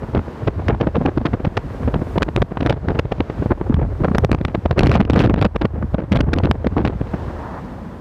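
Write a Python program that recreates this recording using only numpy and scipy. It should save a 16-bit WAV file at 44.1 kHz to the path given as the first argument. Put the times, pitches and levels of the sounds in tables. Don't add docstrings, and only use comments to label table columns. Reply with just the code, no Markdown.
import sys
import numpy as np
from scipy import signal
from scipy.fft import rfft, irfft, next_fast_len
from scipy.io import wavfile
from scipy.ndimage import uniform_filter1d

SR = 44100
rng = np.random.default_rng(int(sys.argv[2]) if len(sys.argv) > 2 else 0)


def materialize(psi):
    bounded = np.clip(np.atleast_2d(psi).T, -1, 1)
    quanta = np.round(bounded * 32767).astype(np.int16)
    wavfile.write(sys.argv[1], SR, quanta)


N = 353196

# (centre [s], nominal length [ms], body level [dB], nominal rasp level re body [dB])
EDDY_EVENTS = [(0.032,18,-28.5,-56),(0.152,5.3,-12,-23),(0.165,9.2,-18,-35),(.177,3.6,-17,-18),(0.194,3.9,-16.5,-33),(0.283,2.9,-25,-32),(0.477,10.3,-19,-10),(0.485,13,-12.5,-44),(0.581,5,-28,-38),(0.685,4.8,-20,-0.5),(0.7,18.3,-6.5,-30),(.731,9.9,-20,-32),(.745,7.2,-17,-38),(0.812,17.4,-12,-18),(.871,4.7,-9.5,-26),(.878,17,-19,-44),(.959,20,-11.5,-24),(1.013,13.6,-18.5,-66),(1.061,12.5,-8.5,-17),(1.084,14.7,-12,-31),(1.178,5,-7,-25),(1.218,8.3,-23,-21),(1.261,14,-11.5,-12),(1.338,10.3,-10.5,-27.5),(1.403,9.8,-22.5,-28),(1.451,8.6,-14,-15.5),(1.473,9.8,-21,-22),(1.573,6.9,-12.5,-7),(1.586,9.6,-28.5,-25),(1.81,11,-32,-43),(1.881,9.3,-11.5,-32),(1.943,6,-13.5,-19.5),(1.961,10.3,-20,-42),(2.019,7.7,-24.5,-30),(2.181,4.3,-5.5,-15),(2.223,4.7,-7.5,-9),(2.231,4.9,-16.5,2),(2.289,10.4,-18.5,-21),(2.364,2,-15,-1),(2.379,9.5,-18,-28),(2.422,4.8,-3.5,-16),(2.517,10,-21.5,-30),(2.575,6.8,-14,-23),(2.608,4.2,-17,-11),(2.628,7,-24,-11),(2.654,9.2,-21,-28),(2.664,3.4,-9.5,-8.5),(2.671,3.3,-13,-13),(2.698,5,-13.5,-5),(2.709,8.9,-4,-17.5),(2.725,7.9,-15,-10.5),(2.739,7.1,-19,-25),(2.775,8.2,-29,-37),(2.835,8.4,-29,-43),(2.887,4.8,-15,-11.5),(2.905,19,-15,-35),(2.955,16,-21,-30),(2.994,9.4,-7,-9.5),(3.055,6.4,-17,-33),(3.121,11.2,-12.5,-15),(3.184,5,-25.5,-28),(3.206,4.9,-6.5,-19),(3.302,8.1,-19,-18),(3.425,7.4,-20.5,-50),(3.463,5.1,-13.5,-48.5),(3.515,13,-12,-37),(3.517,17,-10,-35),(3.615,6.1,-14,-40),(3.704,12,-20.5,-43),(3.743,2.1,-12,-7.5),(3.829,3.9,-11,-39),(4.013,13,-22,-36),(4.047,18.7,-7.5,-27),(4.084,4.2,-10.5,-24),(4.116,3.1,-17,-34),(4.152,7.8,-7.5,-17),(4.184,3.8,-8,-4.5),(4.248,2.9,2.5,-11.5),(4.317,2.2,2,-10.5),(4.329,6,-7,-13),(4.348,2.3,-3,-14),(4.387,2.1,-24,-8),(4.414,3.7,-11.5,-18),(4.453,7.9,-11.5,-7),(4.484,4.8,-22.5,-8),(4.505,16,-27,-26),(4.55,7.2,-8,-18),(4.659,7.6,-4.5,-22.5),(4.712,4.3,-3.5,-15.5),(4.729,3.8,-17,-27),(4.783,14.3,-7,-17),(4.793,6.8,-9,-1.5),(4.812,10.6,-8,-12),(4.834,5.9,2,-15),(4.848,8,-10.5,-12),(4.862,5.5,-12,-6),(4.872,5.9,-4,-8),(4.885,5.7,-20,-13),(4.896,2.7,-8,-7),(4.899,16.4,-6,-30),(4.916,14,-6.5,-7),(4.937,27,-10.5,-8),(4.958,9.6,2.5,-17.5),(4.976,17,-11.5,-16),(5.004,14,-7,-13),(5.013,0.8,2,-15),(5.028,9.1,-13,-20),(5.053,5.2,-12.5,-12),(5.103,7.9,4.5,-16.5),(5.123,10,-20,-17),(5.135,2,-3,-12),(5.141,5,-14.5,-4),(5.162,18.6,-1.5,-18),(5.179,14,-9,-14),(5.199,16,-5,-8.5),(5.207,4.5,-4,-17),(5.221,13.4,-12.5,-6),(5.248,28.5,-4.5,-16.5),(5.262,3.1,-12,-10),(5.274,4.7,-7,-20),(5.298,5.5,-5,-17),(5.309,11,-7.5,-42),(5.34,3.8,-4,-15),(5.362,2,-10,-20.5),(5.383,16.6,-11,-21),(5.415,3.1,-16,0),(5.425,13,-6,-13.5),(5.45,5.9,-3.5,-11.5),(5.462,9.6,-7.5,-21),(5.561,5.4,-6.5,-18),(5.619,12,-13,-12),(5.652,11.2,-5.5,-17),(5.828,3.6,-14.5,-38),(5.945,6.7,-5.5,-26.5),(5.988,10.4,-12,-31),(6.002,7.8,-18.5,-21),(6.022,6.8,-21,-36),(6.04,5.4,-28,-28),(6.124,14.7,-13.5,-3.5),(6.136,5.6,-15,-23),(6.15,6.8,-11,-18),(6.159,7.9,-14.5,-4),(6.168,7.5,-10,-9),(6.191,8.1,-16,-19),(6.208,4.8,-5.5,-9.5),(6.235,4.1,-25,-29),(6.281,16,-23.5,-40),(6.336,6,-9.5,-5.5),(6.363,4.2,-20,-16),(6.375,8.5,-22,-24),(6.388,4.9,-18.5,-2.5),(6.439,8.1,-13,-12),(6.452,6.9,-13,-10.5),(6.472,10.5,-14,-30),(6.513,3.1,-6,-5),(6.647,6.6,-14,-27),(6.669,6.5,-11.5,-13),(6.728,17,-29,-28),(6.777,16,-10,-25.5),(6.807,26,-19,-29),(6.856,12,-9,-15),(6.878,6.3,-13,-11.5),(6.902,8.5,-19.5,-31),(7.015,4.1,-16.5,-30),(7.071,12,-35.5,-17),(7.143,9.7,-20.5,-53)]
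# (time [s], level [dB])
GALE_LEVEL = [(0,-31),(.16,-34.5),(.33,-41.5),(.55,-20.5),(1.05,-28.5),(1.45,-21.5),(1.6,-37),(1.9,-24.5),(2.3,-28),(2.6,-31),(2.9,-18),(3.27,-36.5),(3.55,-23.5),(3.68,-16),(3.78,-9),(3.92,-13),(4.0,-23.5),(4.45,-13),(4.58,-39.5),(4.85,-5),(5.06,-15),(5.2,-5),(5.52,-27),(5.75,-16),(6.07,-27),(6.16,-8.5),(6.55,-20),(6.88,-21.5),(7.05,-28),(7.27,-25),(7.43,-34.5),(8.01,-42)]
# (frequency [Hz], relative level [dB])
EDDY_BODY_COLOUR = [(150, -6.5), (300, -1.5), (450, -1.5), (850, -11), (1500, -21), (2800, -38),
                    (16000, -100)]


def from_db(db):
    return 10 ** (np.asarray(db) / 20)


def rms_one(x):
    return x / np.sqrt(np.mean(x ** 2) + 1e-20)


def in_time(rows):
    time_s, *columns = np.transpose(rows)
    return [np.interp(np.arange(N) / SR, time_s, column) for column in columns]


def drift(corner_hz):
    pole = np.exp(-2 * np.pi * corner_hz / SR)
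    slow = signal.lfilter([1], [1, -2 * pole, pole * pole], rng.standard_normal(N + SR))
    return rms_one(slow[SR:])


def coloured(x, colour):
    hz, db = np.transpose(colour)
    size = next_fast_len(N)
    grid_hz = np.fft.rfftfreq(size, 1 / SR) + 1
    gain = from_db(np.interp(np.log(grid_hz), np.log(hz), db))
    return rms_one(irfft(rfft(x, size) * gain, size)[:N])


def noise(colour):
    return coloured(rng.standard_normal(N), colour)


def add_puff(out, source, centre_s, length_ms, db):
    half = max(int(length_ms * SR / 1000), 8)
    start = max(int(centre_s * SR - 0.65 * half), 0)
    gate = np.sin(np.pi * np.linspace(0, 1, 2 * half) ** 0.5) ** 2
    puff = rms_one(source[start:start + 2 * half] * gate)
    out[start:start + 2 * half] += from_db(db) * puff * np.sqrt(.5)


def road_hiss():
    # (time [s], hiss level [dB], airy top level [dB])
    road_level = [(0,-35.5,-67),(.5,-31.5,-69),(1.6,-32,-66),(2.15,-32,-60),(2.3,-35.5,-65.5),(3.3,-30.5,-72),(3.5,-31.5,-64),(4,-29.5,-61),(5,-34.5,-68.5),(6,-36.5,-66.5),(7.2,-31.5,-69),(7.42,-32,-67.5),(8.01,-38,-67.5)]
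    # (frequency [Hz], relative level [dB])
    hiss_colour = [(60, -7.5), (124, -7.5), (204, -7.5), (512, -12.5), (866, -22), (1540, -26), (2300, -33),
                   (2900, -37), (4500, -42.5), (7500, -52.5), (11000, -62), (15500, -63.5)]
    # (frequency [Hz], relative level [dB])
    airy_colour = [(2500, -31.5), (5000, 2), (8000, 0), (12000, -4), (16000, -4.5)]
    hiss_db, airy_db = in_time(road_level)
    return from_db(hiss_db) * noise(hiss_colour) + from_db(airy_db) * noise(airy_colour)


def gap_whoosh():
    # (frequency [Hz], relative level [dB])
    whoosh_colour = [(300, -22), (600, 5), (950, 10), (1300, 0), (1900, -5), (2600, -33.5), (16000, -100)]
    base_db, rise_db, flutter_db = -44, 10.5, 1.6
    gap_s, near_s, past_s = 7.55, 0.28, 0.11
    t = np.arange(N) / SR
    distance = np.maximum((gap_s - t) / near_s, (t - gap_s) / past_s)
    level_db = base_db + rise_db * np.exp(-distance)
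    return from_db(level_db + flutter_db * drift(21)) * noise(whoosh_colour)


def cabin_boom():
    # (frequency [Hz], width of one filter pass [Hz], peak gain [dB])
    boom_modes = [(200, 110, 12), (278, 39, -11), (484, 150, -4.5)]
    inside_db, outside_re_inside_db = -34, -29
    enter_s, enter_span_s = 7.32, 0.2
    t = np.arange(N) / SR
    outside = (1 - np.tanh((t - enter_s) / enter_span_s)) / 2
    white, boom = rng.standard_normal(N), np.zeros(N)
    for hz, width_hz, db in boom_modes:
        mode = signal.iirpeak(hz, hz / width_hz, fs=SR)
        once = signal.lfilter(*mode, white)
        boom += from_db(db) * signal.lfilter(*mode, once)
    return from_db(inside_db + outside_re_inside_db * outside) * rms_one(boom)


def buffeting():
    # (frequency [Hz], relative level [dB])
    buffet_colour = [(18, -35), (30, -13.5), (42, 17), (60, 20.5), (80, 23), (120, 12), (200, -12.5),
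                     (400, -34), (16000, -140)]
    swell_ms, swell_re_body_db = 43.2, -12
    lump_db, small_db = 2.0, -10.5
    swell = np.zeros(N)
    for centre_s, _, body_db, _ in EDDY_EVENTS:
        add_puff(swell, np.ones(N), centre_s, swell_ms, body_db + swell_re_body_db)
    level = np.hypot(from_db(in_time(GALE_LEVEL)[0]), swell)
    low = noise(buffet_colour)
    low = rms_one(low / np.sqrt(uniform_filter1d(low ** 2, size=1800)))
    bursts = from_db(8.1 * np.minimum(drift(35), 2.2))
    small = coloured(rng.standard_normal(N) * bursts, EDDY_BODY_COLOUR)
    return level * (low * from_db(lump_db * drift(14.4)) + from_db(small_db) * small)


def pushes():
    # (centre [s], length [ms], level [dB])
    push_events = [(.095,16,-38),(.436,18,-24),(.563,7.6,-29),(0.641,10,-20),(.731,12,-10),(0.982,7,-7),(1.015,8.2,-13),(1.218,17,-17),(1.32,11,-27),(1.473,7.7,-3.5),(1.655,25,-23.5),(1.851,16,-16),(1.961,12.4,-10.5),(2.44,10,-17),(3.403,24,-17.5),(3.704,9.9,1.5),(3.746,12,1.5),(3.778,16,-3.5),(3.855,36,-15.5),(3.886,12,-12),(4.01,11.6,-6),(4.115,7.9,-5.5),(4.583,14,-11.5),(4.976,16,-7),(5.005,14,5.5),(5.179,16,-1),(5.62,8.6,-5.5),(5.847,9,-13),(6.122,14.4,0),(6.281,19,-8),(6.372,9,-12),(6.438,11,-4),(6.499,12,-3.5),(6.728,27,-20),(6.844,6.7,-11),(6.956,10,-16),(7.275,11,-23)]
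    # (frequency [Hz], relative level [dB])
    push_colour = [(25, -21), (50, -3.5), (90, -3), (150, -3.5), (250, -10.5), (500, -49), (16000, -130)]
    out = np.zeros(N)
    push = noise(push_colour)
    for centre_s, length_ms, db in push_events:
        add_puff(out, push, centre_s, length_ms, db)
    return out


def faint_eddies(count):
    shelter_s = 7.2
    at, size, span, rasp = rng.standard_normal((count, 4)).T
    centre_s = shelter_s * (np.arange(count) + .5 + 0.43 * np.tanh(at)) / count
    gale_db = np.interp(centre_s, *np.transpose(GALE_LEVEL))
    length_ms = 12.7 * np.exp(0.3 * span)
    body_db = -24.5 + 0.3 * gale_db + 6.5 * size
    rasp_db = -37.5 + 3.0 * rasp
    return np.transpose([centre_s, length_ms, body_db, rasp_db])


def eddies():
    # (frequency [Hz], relative level [dB])
    thump_colour = [(40, 0.5), (70, -5.5), (120, 14.5), (200, 9), (350, 2), (600, -60), (16000, -130)]
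    rasp_colour = [(900, -0.5), (1600, 6.5), (2600, 3.5), (3800, -4), (6000, -26), (9000, -68),
                   (17000, -71)]
    snap_colour = [(2500, -22.5), (4500, 5), (6000, 0.5), (8500, -7.5), (12000, -13.5), (16000, -22.5)]
    thump_min_ms, body_stretch, rasp_share = 9.54, 1.217, 0.81
    thump_base_db, thump_follows_gale, thump_spread_db = 5, 0.34, 2.0
    snap_steepness, snap_per_thump = 1.705, 0.12
    ragged = from_db(9.76 * np.minimum(drift(280), 1.6))
    white = rng.standard_normal(N)
    thump = noise(thump_colour)
    body = coloured(white * ragged ** 0.69, EDDY_BODY_COLOUR)
    rasp = coloured(white * ragged, rasp_colour)
    snap = coloured(white * ragged ** 0.97, snap_colour)
    out = np.zeros(N)
    for centre_s, ms, body_db, rasp_db in [*EDDY_EVENTS, *faint_eddies(count=70)]:
        gale_db = np.interp(centre_s, *np.transpose(GALE_LEVEL))
        thump_db = thump_base_db + thump_follows_gale * (gale_db - body_db)
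        thump_db += thump_spread_db * rng.standard_normal()
        snap_db = snap_steepness * (body_db + rasp_db) + snap_per_thump * thump_db - 5.5
        add_puff(out, thump, centre_s, max(ms, thump_min_ms), body_db + thump_db)
        add_puff(out, body, centre_s, ms * body_stretch, body_db)
        add_puff(out, rasp, centre_s, ms * rasp_share, body_db + rasp_db + 3.0)
        add_puff(out, snap, centre_s, ms * rasp_share, snap_db)
    return out


def scene():
    background = road_hiss() + gap_whoosh() + cabin_boom()
    return (background + buffeting() + pushes() + eddies())[None]


def record(dry):
    bass_cut_hz, treble_stop_hz = 34, 15650
    limit_db, release_db_per_s, sense_ms = -13.5, 23, 9.9
    grip = 0.71
    ceiling = 0.71
    dry = signal.sosfilt(signal.butter(4, bass_cut_hz, "high", fs=SR, output="sos"), dry)
    power = uniform_filter1d(dry[0] ** 2, size=int(sense_ms * SR / 1000))
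    level_db = 10 * np.log10(np.abs(power) + 1e-12)
    over_db = grip * np.maximum(level_db - limit_db, 0)
    climb_db = release_db_per_s * np.arange(N) / SR
    duck_db = np.maximum.accumulate(over_db + climb_db) - climb_db
    wet = dry * from_db(-duck_db) / ceiling
    wet = ceiling * wet / (1 + wet ** 4) ** (1 / 4)
    return signal.sosfilt(signal.cheby2(16, 45, treble_stop_hz, fs=SR, output="sos"), wet)


dry = scene()
out = record(dry)
materialize(out)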